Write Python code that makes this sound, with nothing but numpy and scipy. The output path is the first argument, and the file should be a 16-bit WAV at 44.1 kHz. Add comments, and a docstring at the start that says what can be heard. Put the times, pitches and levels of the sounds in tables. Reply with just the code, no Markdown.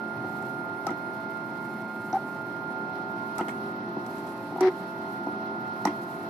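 """An extruder stepper whines steadily, close by in a small workshop, as a desktop 3D printer lays down a layer.
Its whine is a stack of steady harmonics; the build table shuttles below on a buzzing belt, each pass at a new pitch.
At each turn the extruder pauses and both table motors chirp: short tone bursts, with rattle and rasp.
Knocks ring the plywood frame as decaying modes, with ticks, pings and clinks on top.
Behind lie a beating frame hum, bearing rumble, faint squeaks, a coil whistle, bright hiss and a fan's shaped noise."""
import sys
import numpy as np
from scipy import signal
from scipy.fft import rfft, irfft, next_fast_len
from scipy.io import wavfile

SR = 44100
rng = np.random.default_rng(int(sys.argv[2]) if len(sys.argv) > 2 else 0)


def int16_out(signal):
    """Quantize to a 16-bit WAV file."""
    q = np.round(np.clip(np.atleast_2d(signal).T, -1, 1) * 32767)
    wavfile.write(sys.argv[1], SR, q.astype(np.int16))


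N = 277389
TIME = np.arange(N) / SR


def from_db(db):
    """Level in dB to linear gain."""
    return 10 ** (np.asarray(db) / 20)


def rms_one(x):
    """Normalise to an rms of 1."""
    return x / np.sqrt(np.mean(x ** 2) + 1e-20)


def in_time(rows):
    """Automation curves: the columns after t/s, joined by straight lines."""
    s, *columns = np.transpose(rows)
    return [np.interp(TIME, s, column) for column in columns]


def at_hz(points, hz):
    """Read a spectrum on a log-frequency axis."""
    f, value = np.transpose(points)
    return np.interp(np.log(hz + 1e-9), np.log(f), value)


def panned(pan_db):
    """Left and right gains for a left-minus-right level in dB."""
    return from_db(np.array([[.5], [-.5]]) * pan_db)


def drift(rate):
    """Random modulation of spread 1: noise through two equal poles at this rate in Hz."""
    hop = 40   # samples between the points of the slow curve
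    r = np.exp(-2 * np.pi * rate * hop / SR)
    steps = rng.standard_normal(N // hop + 2002)
    slow = signal.lfilter([1], [1, -2 * r, r * r], steps)[2000:]   # drop the filter's run-in
    return np.interp(np.arange(N) / hop, np.arange(len(slow)), rms_one(slow))


def turning(hz):
    """Phase of a rotation at a changing rate."""
    return 2 * np.pi * np.cumsum(hz) / SR


def tone(phase, flutter_db):
    """A sine, of rms 1 before its strength flutters with the load."""
    sine = np.sin(phase + rng.uniform(0, 2 * np.pi))
    return np.sqrt(2) * sine * from_db(flutter_db * drift(7.8))


def ring(push, hz, t60):
    """A damped resonance: a unit click sets a sine of starting height 1 ringing."""
    r, w = from_db(-60 / (t60 * SR)), 2 * np.pi * hz / SR
    return signal.lfilter([0, np.sin(w)], [1, -2 * r * np.cos(w), r * r], push + 1e-18)


def burst(start, length, rise, fall):
    """An envelope that rises, holds for a length of time and dies away."""
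    age = np.maximum(TIME - start, 0)
    return (1 - np.exp(-age / rise)) * np.exp(-np.clip((age - length) / fall, 0, 50))


# stereo width of the noises: f/Hz, left-right likeness
LIKENESS = [(30, 0.49), (70, 1), (350, 0.91), (700, 0.78), (1100, 0.68), (2000, 0.087), (5000, 0.1),
            (12000, 0.035)]
# stereo lean of the noises: f/Hz, left-right level/dB
LEAN = [(300, 0), (750, -1), (1350, 4), (2200, 3), (4000, -3.5), (6000, -0.5), (9500, 3.5), (12500, -4.5)]


def noise(spectrum):
    """Stereo noise of a given colour, alike in the bass and wide in the treble; rms 1."""
    size = next_fast_len(N)
    hz = np.arange(size // 2 + 1) * SR / size
    mid, side = rfft(rng.standard_normal((2, size)))
    alike = np.clip(at_hz(LIKENESS, hz), -1, .995)
    both = np.sqrt(1 + alike) * mid + np.sqrt(1 - alike) * side * [[1], [-1]]
    both = both * panned(at_hz(LEAN, hz)) * from_db(at_hz(spectrum, hz))
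    return rms_one(irfft(both, size)[:, :N])


# the strongest tone stands as a wave around the frame, its sign flipping at a node near the left ear:
# t/s, level at the right ear/dB, signed share at the left ear
WHINE = [(0, -33.5, 0.051), (0.8, -34, -0.13), (1.5, -35, -0.066), (2.05, -37, 0.44), (2.7, -33.5, -0.035),
         (3.3, -33.5, -0.26), (3.95, -38, -0.48), (4.5, -41, 0.032), (5.2, -35.5, -0.45),
         (5.7, -33.5, -0.45), (6.29, -39, -0.51)]
# swell and fade of the fifth harmonic as the table travels: t/s, level/dB
FIFTH_LEVEL = [(0, -47), (1.1, -47), (1.9, -46), (2.5, -48.5), (2.75, -44), (3.25, -44.5), (3.65, -51),
               (4.15, -45), (5.7, -46.5), (6.29, -51)]
# the extruder's other tones: multiple of the feed rate, level/dB, left-right level/dB
FEED_TONES = [(2, -59.5, 8.5), (3, -70, 22.5), (4, -58, -3), (6, -57.5, -13), (7, -58.5, 10.5),
              (9, -76.5, 24.5), (12, -81, 19), (14, -76, 8), (15, -72.5, -5), (24, -75.5, 7)]
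FEED_HZ, WHINE_ORDER, FIFTH_ORDER = 176.37, 8, 5
WHINE_LEAK = 0.084   # share that travels on and fills the node, a quarter cycle late


def extruder(feed):
    """The filament motor steps at a nearly constant rate: clean harmonics, one far above the rest."""
    whine_db, left_share = in_time(WHINE)
    phase = WHINE_ORDER * feed
    left = left_share * np.sin(phase) - WHINE_LEAK * np.cos(phase)
    whine = np.sqrt(2) * from_db(whine_db + 0.93 * drift(25)) * np.array([left, np.sin(phase)])
    others = sum(from_db(db) * panned(pan) * tone(round(k) * feed, flutter_db=2.5)
                 for k, db, pan in FEED_TONES)
    fifth_db, = in_time(FIFTH_LEVEL)
    fifth = from_db(fifth_db) * tone(FIFTH_ORDER * feed, flutter_db=0.95) * panned(-0.76)
    return (whine + fifth + others) * feeding()


# turns of the table, where its two motors jog together; each starts the next pass:
# t/s, length/s, main step tone f/Hz, level/dB, second step tone f/Hz, level/dB,
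# overtone level relative to main/dB, rattle level/dB, rasp level/dB
TURNS = [(0.868, 0.022, 1303, -32.5, 853, -39, -35, -36, -55),
         (2.129, 0.043, 773, -25, 845, -30, -26, -42.5, -54),
         (3.385, 0.019, 1302, -31.5, 895, -31.5, -34, -36, -54),
         (4.607, 0.078, 372.6, -20, 929, -40, -9.5, -38.5, -40),
         (5.859, 0.015, 1041, -32, 826, -41, -26, -38, -46)]


def feeding():
    """Gate near 1 while the extruder runs, dipping towards 0 as it rests during a turn."""
    return 1 - sum(burst(start, length, rise=0.0089, fall=0.0028) for start, length, *_ in TURNS)


# passes of the table, before, between and after the turns: belt buzz f/Hz, buzz level before trim/dB,
# motor tone level before trim/dB, extra level of mixed tones above the whine/dB
PASSES = [(49.45, -45, -46, -15), (48.56, -48, -47.5, -10), (49.4, -45.5, -48, -14.5),
          (49.37, -44.5, -47.5, -18), (48.88, -45.5, -46.5, -18.5), (49.66, -45.5, -44.5, -23)]
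# motor tone in each pass: f/Hz
MOTOR_HZ = [665.8, 659.5, 661.0, 660.0, 661.0, 666.5]
# belt buzz partials: multiple of the belt rate, relative level/dB
BUZZ_TONES = [(2, -32.5), (3, -22), (5, -6), (6, -3), (7, 0), (8, 0), (11, -11.5), (12, -14)]
# the two motors shake one frame and make sum and difference tones:
# multiple of the whine, multiple of the table tone, relative level/dB
MIXED_TONES = [(0, 1, 1.5), (2, -3, -7.5), (3, -5, -5.5), (0, 2, -15), (2, -2, -3), (1, 1, -2.5),
               (2, -1, -1), (3, -1, -18.5), (4, -2, -19), (4, -1, -21)]
# difference tone of whine and table motor: t/s, level/dB
DIFFERENCE_LEVEL = [(0, -52), (0.4, -45.5), (1.05, -52.5), (2, -52.5), (2.35, -57), (2.8, -46.5),
                    (3.3, -48), (3.8, -50.5), (4.85, -55.5), (5.25, -46.5), (5.7, -48), (6, -51)]
# colour of the rumble, shared by belt scuff and bearings: f/Hz, level/dB per Hz
RUMBLE = [(25, -54), (50, -26), (80, -21), (110, -3), (180, 0.5), (250, 3.5), (370, -0.5), (450, -7),
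          (600, -5.5), (780, -5.5), (950, -3.5), (1120, -13), (1300, -11.5), (1600, -18), (1950, -14.5),
          (2600, -28), (5000, -55)]


def table_drive(feed):
    """Speed is nearly constant along a pass; the belt buzzes and the motor tone mixes with the whine."""
    now = np.searchsorted([start + length / 2 for start, length, *_ in TURNS], TIME)   # pass in play
    buzz_hz, buzz_db, motor_db, high_db = np.array(PASSES)[now].T
    motor_hz = np.array(MOTOR_HZ)[now]
    belt = turning(buzz_hz * (1 + 0.0039 * drift(11.0)))
    motor = turning(motor_hz * (1 + 0.00043 * drift(11.0)))

    buzz = sum(from_db(db) * tone(round(k) * belt, flutter_db=2.5) for k, db in BUZZ_TONES)
    scuff = noise(RUMBLE) * (1 + np.cos(belt))   # each tooth also scuffs its pulley
    no_bass = signal.butter(4, 100, "high", fs=SR, output="sos")
    buzz = buzz + from_db(-6.0) * signal.sosfilt(no_bass, scuff)

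    whine = WHINE_ORDER * feed
    mixed = 0
    for a, b, db in MIXED_TONES:
        phase = round(a) * whine + round(b) * motor
        above_whine = phase[-1] > whine[-1]
        mixed = mixed + from_db(db + above_whine * high_db) * tone(phase, flutter_db=2.0)
    difference_db, = in_time(DIFFERENCE_LEVEL)
    difference = from_db(difference_db) * tone(whine - motor, flutter_db=1.5)
    motor_tones = from_db(motor_db - 3.5) * mixed + difference
    return from_db(buzz_db - 1.86) * buzz * panned(-0.93) + motor_tones * panned(-0.55)


JOG_SLOW_START, JOG_SPEED_UP_S = 0.025, 0.0065   # a jog starts this share below its pitch and speeds up


def jog(start, length, hz):
    """A short run of uneven motor steps that scoops up to pitch; returns its envelope and phase."""
    speed = 1 - JOG_SLOW_START * np.exp(-np.clip((TIME - start) / JOG_SPEED_UP_S, 0, 50))
    phase = turning(hz * speed * (1 + 0.006 * drift(92.0)) * (TIME > start))
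    inertia = 2.7 / hz   # the moving mass runs on for a few steps
    return burst(start, length, rise=0.0032, fall=inertia), phase


# overtones of a jog: multiple of the step tone, relative level/dB
JOG_OVERTONES = [(2, -2), (3, -18), (5, -23)]
# colour of rattling panels: f/Hz, level/dB per Hz
RATTLE = [(300, -2), (500, 6.5), (850, 13), (1400, 12.5), (2000, -14), (2800, -25), (4200, -14),
          (5800, -12), (6800, -32), (8500, -35), (14000, -60)]
# colour of rasping loose hardware: f/Hz, level/dB per Hz
RASP = [(1000, -10), (1500, -3.5), (1950, 8), (2400, -2), (3000, -7.5), (4100, -7.5), (5700, -13.5),
        (6600, -26.5), (10000, -36.5), (14000, -74)]
STEP_JITTER_RAD, STEP_SPREAD_DB, TORQUE_FLUTTER_DB = .16, 2.0, .8


def jogs():
    """At a turn both motors jog; panels rattle and hardware rasps, swelling with each uneven main step."""
    out = np.zeros((2, N))
    panels, hardware = noise(RATTLE) * panned(0.65), noise(RASP) * panned(0.73)
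    for start, length, main_hz, main_db, second_hz, second_db, overtone_db, rattle_db, rasp_db in TURNS:
        envelope, phase = jog(start, length, main_hz)
        second_envelope, second_phase = jog(start, length, second_hz)
        uneven = phase + STEP_JITTER_RAD * drift(150)
        overtones = sum(from_db(db) * np.cos(round(k) * uneven) for k, db in JOG_OVERTONES)
        steps = np.sin(phase) * from_db(TORQUE_FLUTTER_DB * drift(62))
        steps = steps - overtones * from_db(overtone_db + 1.7 * drift(70))
        main = from_db(main_db) * envelope * steps
        second = from_db(second_db) * second_envelope * np.sin(second_phase)
        out += np.sqrt(2) * (main + second)
        shaking = envelope * (1 + 0.32 * np.sin(uneven)) * from_db(STEP_SPREAD_DB * drift(140))
        out += shaking * (from_db(rattle_db) * panels + from_db(rasp_db) * hardware)
    return out


# knocks and ticks of the table in its slides and at its stops:
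# t/s, thud level/dB, clack level/dB, tick level/dB, ping level/dB, chatter level before trim/dB
KNOCKS = [(0.242, -29.5, -35, -70, -70, -70), (0.424, -34, -36, -48, -65, -70),
          (0.867, -36, -27, -36, -24, -51), (0.892, -31.5, -30, -55, -62, -50),
          (0.905, -47, -42, -47, -43, -54), (0.909, -28.5, -40, -68, -70, -72),
          (2.128, -30, -28.5, -63, -33.5, -60), (3.382, -41, -39, -32, -31, -55),
          (3.387, -40, -30, -55, -60, -56), (3.407, -26, -25, -43, -58, -44),
          (3.483, -40, -31, -39, -47, -40), (3.966, -24, -30, -74, -65, -72),
          (4.063, -50, -57, -43, -42, -66), (4.182, -37, -54, -45, -60, -68),
          (4.522, -32.5, -33.5, -70, -59, -70), (4.56, -35, -26.5, -65, -70, -62),
          (4.582, -43, -30, -70, -70, -71), (4.607, -27, -25.5, -32, -25.5, -50),
          (5.267, -25, -27, -71, -47, -70), (5.852, -22.5, -17, -28.5, -19, -42),
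          (5.872, -23, -34, -42, -45, -40)]
# modes of plywood frame and table: f/Hz, relative level/dB, t60/s
FRAME = [(213, 3, 0.064), (300, 0.5, 0.12), (361, -4, 0.19), (505, -1, 0.033), (656, -5.5, 0.044),
         (783, 12.5, 0.017), (872, -2, 0.042), (955, -5.5, 0.069), (1066, -14, 0.023), (1233, -9.5, 0.034),
         (1434, -15.5, 0.033), (1950, -2.5, 0.0089), (1943, -4, 0.017)]
# colour of a dry tick: f/Hz, level/dB per Hz
TICK = [(1500, 10.5), (2500, -3), (3400, -6), (4500, -6), (6600, -1), (8000, 2.5), (11000, -4), (14000, -8)]
# colour of a steel rod's ping: f/Hz, level/dB per Hz
PING = [(3000, -33), (4200, 2), (5100, -4), (5500, 6), (5950, 10.5), (6300, -16), (6800, -26), (9000, -46)]
BUILD_CYCLES = 5.9   # t60, in cycles, of a blow's spread through the frame
CHATTER_FALL_S = 0.021


def knocks(contact_s, tick_s, ping_s):
    """A dry tick, a steel rod's ping and a push that swells in every frame mode with its own strength."""
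    s, thud_db, clack_db, tick_db, ping_db, chatter_db = np.transpose(KNOCKS)
    at, out = (s * SR).astype(int), np.zeros((2, N))
    for k, (hz, db, t60) in enumerate(FRAME):
        # thud drives the low modes, clack the middle, tick the top
        blow_db = [at_hz([(400, thud), (700, clack), (1100, clack), (3000, tick)], hz)
                   for thud, clack, tick in zip(thud_db, clack_db, tick_db)]
        push = np.zeros(N)
        push[at] = from_db(db + rng.normal(blow_db, 2.04))
        soft = np.exp(-1 / (contact_s * SR))
        push = signal.lfilter([1 - soft], [1, -soft], push)
        swell = ring(push, hz, t60) - ring(push, hz, BUILD_CYCLES / hz)
        out += (-1) ** k * swell * panned(rng.normal(0, 5.3) * hz / 1000)

    def hits(levels, rise, fall):
        return sum(from_db(db) * burst(start, 0, rise, fall) for start, db in zip(s, levels))

    ticks = hits(tick_db, rise=0.00012, fall=tick_s) * noise(TICK) * panned(-5.5)
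    pings = hits(ping_db, rise=0.0012, fall=ping_s) * noise(PING) * panned(1.4)
    # a hard knock leaves loose parts and panels shaking
    loose = from_db(-1.5) * chatter() + from_db(-7.5) * noise(RASP) + from_db(-2.0) * noise(RATTLE)
    shakes = hits(chatter_db, rise=0.00065, fall=CHATTER_FALL_S) * loose
    return out + shakes + ticks + pings


# modes of loose nuts and washers: f/Hz, relative level/dB, t60/s
LOOSE = [(1530, 0, 0.0068), (2130, 7, 0.0083), (2620, 1, 0.0054), (3150, -5.5, 0.0088), (3400, -3, 0.0044),
         (4330, -16, 0.0065), (5770, -10, 0.0062)]
CHATTER_PER_S, CHATTER_SPREAD_DB = 2300, 6   # rate and size spread of their contacts


def chatter():
    """Loose nuts and washers touch at random, each contact of its own size; rms 1."""
    sizes = from_db(CHATTER_SPREAD_DB * np.minimum(rng.exponential(1, N), 4))
    contacts = sizes * (rng.random(N) < CHATTER_PER_S / SR)
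    return rms_one(sum(from_db(db) * ring(contacts * rng.standard_normal((2, N)), hz, t60)
                       for hz, db, t60 in LOOSE))


# a loose bracket clinks as the table jerks: t/s, level/dB, brightness/dB per octave
CLINKS = [(0.868, -43, 1), (0.892, -35, -4), (0.905, -52, -5), (3.386, -49, 5), (3.412, -36, 11),
          (3.483, -41.5, 22), (5.872, -28, -17)]
# modes of the bracket: f/Hz, relative level/dB, t60/s
BRACKET = [(1760, -10.5, 0.017), (1940, -0.5, 0.032), (2074, -1.5, 0.021), (2490, -20, 0.011),
           (2950, -9, 0.011), (3330, -18, .014)]


def clinks():
    """A loose bracket rings briefly; a brighter contact favours its upper modes."""
    s, level_db, brightness = np.transpose(CLINKS)
    out = np.zeros((2, N))
    for k, (hz, db, t60) in enumerate(BRACKET):
        tilt_db = brightness * np.log2(hz / BRACKET[2][0])   # pivots on the third mode
        chance_db = rng.normal(0, 2.5, (len(s), 2)).T
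        push = np.zeros((2, N))
        push[:, (s * SR).astype(int)] = from_db(level_db + db + tilt_db + chance_db)
        out += (-1) ** k * ring(push, hz, t60)
    return out


# a slide scrapes briefly on its rod: t/s, level/dB, fading time/s
SCRAPES = [(3.486, -44, 0.022), (4.265, -49, .02)]


def scrapes():
    """A slide catches on its rod and lets go with a soft, bright hiss."""
    envelope = sum(from_db(db) * burst(start, 0, rise=0.0018, fall=fall) for start, db, fall in SCRAPES)
    return envelope * noise(TICK) * panned(-2.9)


ROOM_DB, ROOM_T60_S = -13, 0.18


def workshop(x):
    """The room adds a short diffuse tail, different at each ear above the bass and low mids."""
    age = TIME[:SR // 2]
    tail = rng.standard_normal((2, len(age))) * from_db(-60 * age / ROOM_T60_S) * (age > .004)
    tail /= np.sqrt(np.sum(tail ** 2, axis=1, keepdims=True))
    low_pass = signal.butter(2, 1100, fs=SR, output="sos")
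    tail[1] += signal.sosfiltfilt(low_pass, tail[0] - tail[1])   # long waves reach both ears alike
    return x + from_db(ROOM_DB) * signal.fftconvolve(x, tail, axes=1)[:, :N]


HUM_HZ, HUM_DB, HUM_BEAT_DB, HUM_BEAT_S = 216, -48, 4, 1.84   # mean level, depth and period of the beat
LOW_HUM_HZ, LOW_HUM_DB = 183.1, -52.5


def frame_hum():
    """A frame resonance drones and slowly beats, over a weaker wavering tone."""
    hum_db = HUM_DB + HUM_BEAT_DB * np.cos(2 * np.pi * TIME / HUM_BEAT_S)
    drone = from_db(hum_db) * tone(turning(HUM_HZ + 1.45 * drift(5.3)), flutter_db=1.0)
    low_hum = from_db(LOW_HUM_DB) * tone(turning(LOW_HUM_HZ + 2.13 * drift(7.4)), flutter_db=1.5)
    return drone + low_hum


# deep rumble: t/s, level/dB
BOOM_LEVEL = [(0, -62), (0.2, -45.5), (0.8, -53), (1.1, -55), (3.4, -53), (5.2, -62), (5.7, -51.5),
              (6.1, -58)]
# its colour: f/Hz, level/dB per Hz
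BOOM = [(60, -35), (85, -23), (110, -3.5), (150, 0), (200, -15.5), (400, -70)]
RUMBLE_DB = -41.5


def bearing_rumble():
    """Bearings rumble through the frame as dark noise, with a deep layer that comes and goes."""
    rumble = from_db(RUMBLE_DB + 0.53 * drift(8.2)) * noise(RUMBLE)
    boom_db, = in_time(BOOM_LEVEL)
    return rumble + from_db(boom_db) * noise(BOOM)


# level of the bright hiss: t/s, level/dB
HISS_LEVEL = [(0, -70), (0.35, -60), (0.7, -65.5), (2.3, -61.5), (2.85, -69), (3.45, -61.5), (3.9, -69.5),
              (4.15, -56.5), (4.65, -63), (5.05, -61), (5.45, -69.5), (6, -60)]
# its colour: f/Hz, level/dB per Hz
HISS = [(4000, 1.5), (6500, -0.5), (9000, 0.5), (12500, 3.5), (14000, -1.5)]


def bright_hiss():
    """Bright, wide hiss whose level rises and falls."""
    hiss_db, = in_time(HISS_LEVEL)
    return from_db(hiss_db + 2.3 * drift(27.0)) * noise(HISS) * panned(-2.4)


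# pitch of the squeak: t/s, f/Hz
SQUEAK_PITCH = [(0.15, 11800), (0.3, 12500), (1.2, 12480), (2.5, 11850), (4, 11850), (4.9, 12500),
                (5.3, 12500), (5.5, 11850)]
SQUEAK_DB, SQUEAK_FIRST_S, SQUEAK_LENGTH_S, SQUEAK_EVERY_S = -69, 0.164, .032, .1608


def squeaks():
    """The extruder's drive gives a faint, very high squeak at even steps of its running time."""
    running_s = np.cumsum(feeding()) / SR - SQUEAK_FIRST_S
    off_s = running_s - SQUEAK_EVERY_S * np.round(running_s / SQUEAK_EVERY_S)   # from the nearest squeak
    rubs = np.exp(-(2 * off_s / SQUEAK_LENGTH_S) ** 2)
    pitch = in_time(SQUEAK_PITCH)[0] + 70 * drift(280)
    return from_db(SQUEAK_DB) * rubs * tone(turning(pitch), flutter_db=0.0) * panned(-3)


def coil_whistle(whistle_db):
    """The motor drivers give off one faint, unsteady whistle that slowly sinks."""
    hz = np.interp(TIME, [0, 1, 6.3], [10600, 10380, 10120])
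    return from_db(whistle_db) * tone(turning(hz + 130 * drift(200)), flutter_db=5.0) * panned(8.9)


# colour of the fan: f/Hz, level/dB per Hz
FAN = [(1500, -13), (2500, 7), (3400, 6), (3720, 5), (4000, 7.5), (4300, 8.5), (4550, 3.5), (5200, 2.5),
       (5900, 0), (7000, -40), (14000, -38)]
FAN_DB, FAN_NEARER_DB, LEAN_IN_S = -61, 2, (3, 4)   # it grows as the listener leans in over this span


def fan():
    """The fan blows: a band of airy noise with a gently wavering level."""
    fan_db = FAN_DB + FAN_NEARER_DB * np.interp(TIME, LEAN_IN_S, [0, 1])
    return from_db(fan_db + 1.1 * drift(7.1)) * noise(FAN) * panned(0.33)


def scene():
    """The extruder and table in front, the turns in their room, then the background."""
    feed = turning(FEED_HZ * (1 + 0.00022 * drift(4.7)))
    impacts = knocks(contact_s=.00006, tick_s=0.0047, ping_s=0.0021)
    turns = workshop(jogs() + clinks() + scrapes() + impacts)
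    no_bass = signal.butter(3, 130, "high", fs=SR, output="sos")   # the turns carry no deep bass
    turns = signal.sosfilt(no_bass, turns)
    printer = extruder(feed) + table_drive(feed) + turns
    background = frame_hum() + bearing_rumble() + bright_hiss() + squeaks() + coil_whistle(whistle_db=-81.0)
    return printer + background + fan()


CUTOFF_HZ = 14200


def record(dry):
    """The top is cut steeply by an elliptic low-pass."""
    return signal.sosfilt(signal.ellip(12, .1, 80, CUTOFF_HZ, fs=SR, output="sos"), dry)


dry = scene()
out = record(dry)
int16_out(out)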